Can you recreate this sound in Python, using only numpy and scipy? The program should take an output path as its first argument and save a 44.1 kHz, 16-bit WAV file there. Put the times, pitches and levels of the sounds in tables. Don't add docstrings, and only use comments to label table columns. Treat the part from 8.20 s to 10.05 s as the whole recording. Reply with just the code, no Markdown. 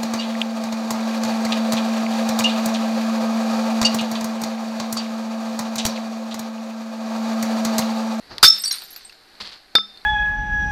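import sys
import numpy as np
from scipy import signal
from scipy.fft import rfft, irfft, next_fast_len
from scipy.io import wavfile
from scipy.ndimage import map_coordinates

SR = 44100
rng = np.random.default_rng(int(sys.argv[2]) if len(sys.argv) > 2 else 0)


def waveform_to_disk(signal):
    frames = np.transpose(np.atleast_2d(signal))
    scaled = np.clip(frames, -1, 1) * 32767
    samples = np.round(scaled).astype(np.int16)
    wavfile.write(sys.argv[1], SR, samples)


N = 81585

# frequency_hz, level_db
TICK_COLOUR = [(100, -22.5), (700, -15), (1500, 2.5), (3000, -3.5), (4500, 12.5), (6200, -10),
               (9000, -14.5), (13000, -15.5), (15000, -32.5)]
SMASH_ROUGHNESS = .3


def bottle():
    # pitch_hz, t60_s, smash_relative_db, clink_relative_db
    modes = [(1308, .21, -11, -17), (3445, .26, -14, -27), (3606, .175, 2, 1.5), (3645, .26, -3, -40),
             (3835, .28, -13, -36), (4260, .07, -11, -14), (4790, .125, -2, -18), (4858, .14, -9, -13),
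             (5275, .24, 1, -18), (5577, .26, -15, -42), (6522, .18, -12, -60), (8160, .25, -21, -60),
             (8893, .12, -20, -39), (10720, .09, -20, -44)]
    smash_s, clink_s, beat_hz = .2295, 1.5525, 24.4
    smash = sum(ring(smash_s, hz, db, t60, rise_s=.004, wander=chatter(SMASH_ROUGHNESS))
                for hz, t60, db, _ in modes)
    beat = np.cos(np.pi * beat_hz * (since(clink_s) - .013))
    strongest_db = max(db for *_, db in modes)
    clink = sum(ring(clink_s, hz, db, t60, rise_s=.00059,
                     wander=beat if db == strongest_db else chatter(.18))
                for hz, t60, _, db in modes)
    return amp(-1.5) * smash + amp(-3.5) * clink


def fractures():
    # start_s, level_db, t60_s
    cracks = [(.2272, -20.5, 0.016), (.229, 7.5, 0.046), (.2355, 3, 0.064), (.2465, -7, 0.135)]
    # frequency_hz, level_db
    colour = [(30, -26.5), (200, -26.5), (600, -16.5), (2500, -3.5), (3600, 3.5), (4900, 18.5), (6200, 2.5),
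              (9000, -0.5), (13500, -4), (15500, -23.5)]
    return bursts(cracks, colour)


def knocks():
    # start_s, pitch_hz, level_db, t60_s, grit_db
    contacts = [(.231, 1330, 20, .008, -9), (.2419, 1520, 18, .008, -7), (1.552, 1100, 3, .005, -6),
                (1.583, 1100, -26, .02, -22)]
    # frequency_hz, level_db
    colour = [(30, -26), (150, -14), (450, -5), (800, -6), (1600, 0), (2800, -7), (7000, -40)]
    grit_t60_s = .024
    notes = sum(ring(s, hz, db, t60, rise_s=.0015) for s, hz, db, t60, _ in contacts)
    return notes + bursts([(s, grit_db, grit_t60_s) for s, *_, grit_db in contacts], colour)


def large_piece():
    # pitch_hz, level_db
    modes = [(5222, -11), (5268, -5), (5318, 2), (5366, -8)]
    return sum(ring(.264, hz, db, t60_s=.2, rise_s=.008, wander=chatter(SMASH_ROUGHNESS))
               for hz, db in modes)


def shards():
    # start_s, pitch_hz, level_db, t60_s
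    landings = [(0.384, 12930, -31.5, 0.083), (0.395, 8120, -32, 0.36), (0.419, 12540, -25.5, 0.041),
                (0.4372, 5590, -12.5, 0.091), (0.436, 9100, -32, 0.54), (0.448, 8240, -20.5, 0.14),
                (.448, 12150, -35, 0.13), (0.4585, 4597, -16, 0.2), (0.478, 7930, -16.5, 0.04),
                (.478, 10650, -25, 0.068), (0.51, 5570, -17, 0.085), (0.512, 6500, -28, 0.1),
                (.495, 13500, -43, 0.11), (0.5124, 4110, -19, 0.14), (0.518, 12440, -23.5, 0.039),
                (0.526, 9150, -22.5, 0.088), (0.526, 8560, -28, 0.082), (.527, 4030, -24, .09),
                (0.553, 12750, -34, 0.099), (0.584, 4570, -26, 0.037), (0.584, 11200, -41, 0.091),
                (0.619, 13300, -37, 0.036), (0.635, 12300, -38, 0.13), (.704, 11200, -41, 0.13),
                (.706, 12850, -40, 0.095), (0.7283, 12600, -34, 0.05), (.762, 12950, -35.5, 0.052),
                (0.774, 13100, -32, 0.04), (0.8482, 8310, -36.5, 0.12), (0.897, 2700, -36, 0.034),
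                (1.153, 4320, -37, 0.025), (1.774, 4290, -29, 0.02), (1.816, 4120, -38, 0.022)]
    side_spread, side_db, tick_db, tick_t60_s = .09, -13, -11.5, .019
    offsets = side_spread * rng.random((len(landings), 2)) * [-1, 1]
    rings = np.zeros(N)
    for (s, hz, db, t60), (below, above) in zip(landings, offsets):
        for offset, mode_db in [(0, 0), (below, side_db), (above, side_db)]:
            rattle = chatter(.42, rate_hz=260)
            rings += ring(s, hz * (1 + offset), db + mode_db, t60, rise_s=.00044, wander=rattle)
    return rings + bursts([(s, db + tick_db, tick_t60_s) for s, _, db, _ in landings], TICK_COLOUR)


def splinters():
    # time_s, level_db
    spray = [(.22, -77), (.25, -14), (.31, -38), (.37, -34), (.425, -48), (.45, -36.5), (.5, -41.5),
             (.535, -32.5), (.6, -41), (.67, -47.5), (.78, -46), (.95, -59.5), (1.1, -69.5)]
    # frequency_hz, level_db
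    patter_colour = [(100, -26), (600, -19), (1500, -3.5), (3200, -3), (4400, 8.5), (6200, -9),
                     (9000, -23.5), (13000, -19), (14500, -35)]
    shimmer_colour = [(5000, 3.5), (9000, 4), (10500, -3.5), (13000, 0)]
    shimmer = grains(per_s=750, q=250, spread_db=2.6, low_hz=5000, high_hz=14000)
    return level(spray) * (crackle(patter_colour) + amp(-7.5) * coloured(shimmer, shimmer_colour))


def ticks():
    # start_s, level_db, t60_s
    hits = [(.182, -17.5, 0.015), (.5109, -18, 0.015), (.7618, -30, .018), (.895, -38, 0.03),
            (.924, -37, .03), (1.5526, -8, .017)]
    return bursts(hits, TICK_COLOUR)


def leaves():
    # start_s, level_db, rise_s, t60_s
    rustles = [(0.618, -35.5, .002, 0.086), (1.2, -20.5, 0.011, 0.13), (1.243, -34.5, 0.011, 0.38),
               (1.273, -37, 0.0013, 0.021), (1.315, -32.5, 0.021, 0.15)]
    # frequency_hz, level_db
    colour = [(30, -21.5), (600, -3.5), (1300, 0.5), (3000, 2), (4500, 11.5), (6000, -8), (9000, -16),
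              (13000, -23.5), (15000, -40)]
    return crackle(colour) * sum(amp(db) * fade(s, rise, t60) for s, db, rise, t60 in rustles)


def thuds():
    # start_s, level_db, t60_s
    bumps = [(.231, -33, 0.17), (1.208, -49.5, 0.4)]
    # frequency_hz, level_db
    colour = [(25, 0), (70, 4), (150, -4), (400, -12), (1000, -26), (4000, -67)]
    return bursts(bumps, colour, rise_s=.012)


def neck():
    # start_s, level_db, t60_s
    puffs = [(.2295, -44, .8), (.44, -57, .7), (1.2, -44, .3), (1.5525, -38, .4)]
    pitch_hz = 208
    return sum(ring(s, pitch_hz, db, t60, rise_s=.005) for s, db, t60 in puffs)


def scuff():
    # time_s, level_db
    swell = [(.03, -66), (.095, -51.5), (.113, -36), (.15, -42.5), (.23, -46), (.26, -75.5)]
    # frequency_hz, level_db
    colour = [(30, -4), (1070, -6), (3150, -20.5), (4520, -8), (14000, -72)]
    return level(swell) * noise(colour)


def woods(x):
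    # frequency_hz, t60_s
    decay = [(100, .4), (1500, 0.3), (4500, 0.85), (13000, 0.13)]
    hz, t, spectrum = signal.stft(rng.standard_normal(SR), SR, nperseg=256)
    damping = np.exp(-np.log(1000) * t / along(decay, hz)[:, None])
    _, tail = signal.istft(spectrum * damping, SR, nperseg=256)
    return signal.fftconvolve(x, tail / np.linalg.norm(tail))[:N]


def forest_air():
    # frequency_hz, level_db
    colour = [(25, 1), (100, -12.5), (380, -3.5), (520, -7.5), (770, -4), (950, -8.5), (1650, -4.5),
              (2400, -9), (3300, -12), (4400, -0.5), (5300, -13.5), (6500, -22), (13000, -24), (15000, -49)]
    # time_s, level_db
    drift = [(0, -50), (1.0, -53), (1.17, -50), (1.48, -53.5), (1.8, -51)]
    drone_hz = 772
    return level(drift) * noise(colour) + amp(-65) * np.sin(2 * np.pi * drone_hz * since(0))


def amp(db):
    return 10 ** (np.asarray(db) / 20)


def along(points, hz):
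    f, v = np.transpose(points)
    return np.interp(np.log(hz + 1), np.log(f + 1), v)


def level(points):
    return amp(np.interp(since(0), *np.transpose(points)))


def filtered(x, response):
    size = next_fast_len(N + SR // 2)
    return irfft(rfft(x, size) * response(np.fft.rfftfreq(size, 1 / SR)), size)[:N]


def coloured(x, colour):
    shaped = filtered(x, lambda hz: amp(along(colour, hz)))
    return shaped / np.sqrt(np.mean(shaped ** 2) + 1e-20)


def noise(colour):
    return coloured(rng.standard_normal(N), colour)


def since(start_s):
    return np.maximum(np.arange(N) / SR - start_s, 0)


def fade(start_s, rise_s, t60_s):
    t = since(start_s)
    return (1 - np.exp(-t / rise_s)) * np.exp(-np.log(1000) * t / t60_s)


def ring(start_s, hz, db, t60_s, rise_s, wander=1):
    tone = np.imag(wander * np.exp(2j * np.pi * hz * since(start_s)))
    return amp(db) * fade(start_s, rise_s, t60_s) * tone


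def chatter(depth, rate_hz=190):
    knots = rng.standard_normal((2, int(N * rate_hz / SR) + 4))
    real, imaginary = (map_coordinates(k, [since(0) * rate_hz], order=1) for k in knots)
    return (1 + depth * (real + 1j * imaginary)) / np.sqrt(1 + depth ** 2)


def bursts(hits, colour, rise_s=.0002):
    return noise(colour) * np.sqrt(sum((amp(db) * fade(s, rise_s, t60)) ** 2 for s, db, t60 in hits))


def grains(per_s, q, spread_db, low_hz, high_hz):
    start, pitch, chance = np.hsplit(rng.random((int(per_s * N / SR), 3)), 3)
    samples = np.arange(2400)
    hz = low_hz + (high_hz - low_hz) * pitch
    cycles = hz * samples / SR
    strength = amp(-spread_db * np.log(np.maximum(chance, .01))) * np.sqrt(hz)
    waves = strength * np.sin(2 * np.pi * cycles) * np.exp(-np.pi * cycles / q)
    positions = (start * N).astype(int) + samples
    return np.bincount(positions.ravel(), waves.ravel(), N)[:N]


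def crackle(colour):
    return coloured(grains(per_s=3100, q=1, spread_db=.5, low_hz=470, high_hz=14500), colour)


def scene():
    near = bottle() + large_piece() + neck()
    near += knocks() + fractures() + ticks() + thuds()
    near += shards() + splinters() + leaves()
    return (near + amp(-29) * woods(near) + forest_air() + scuff())[None]


def record(dry):
    ceiling, hardness, top_hz = .72, 16, 14600
    oversampled = signal.resample_poly(dry[0], 4, 1)
    clipped = oversampled / (1 + np.abs(oversampled / ceiling) ** hardness) ** (1 / hardness)
    mono = signal.resample_poly(clipped, 1, 4)
    return filtered(mono, lambda hz: 1 / np.sqrt(1 + (hz / top_hz) ** 56))[None]


dry = scene()
out = record(dry)
waveform_to_disk(out)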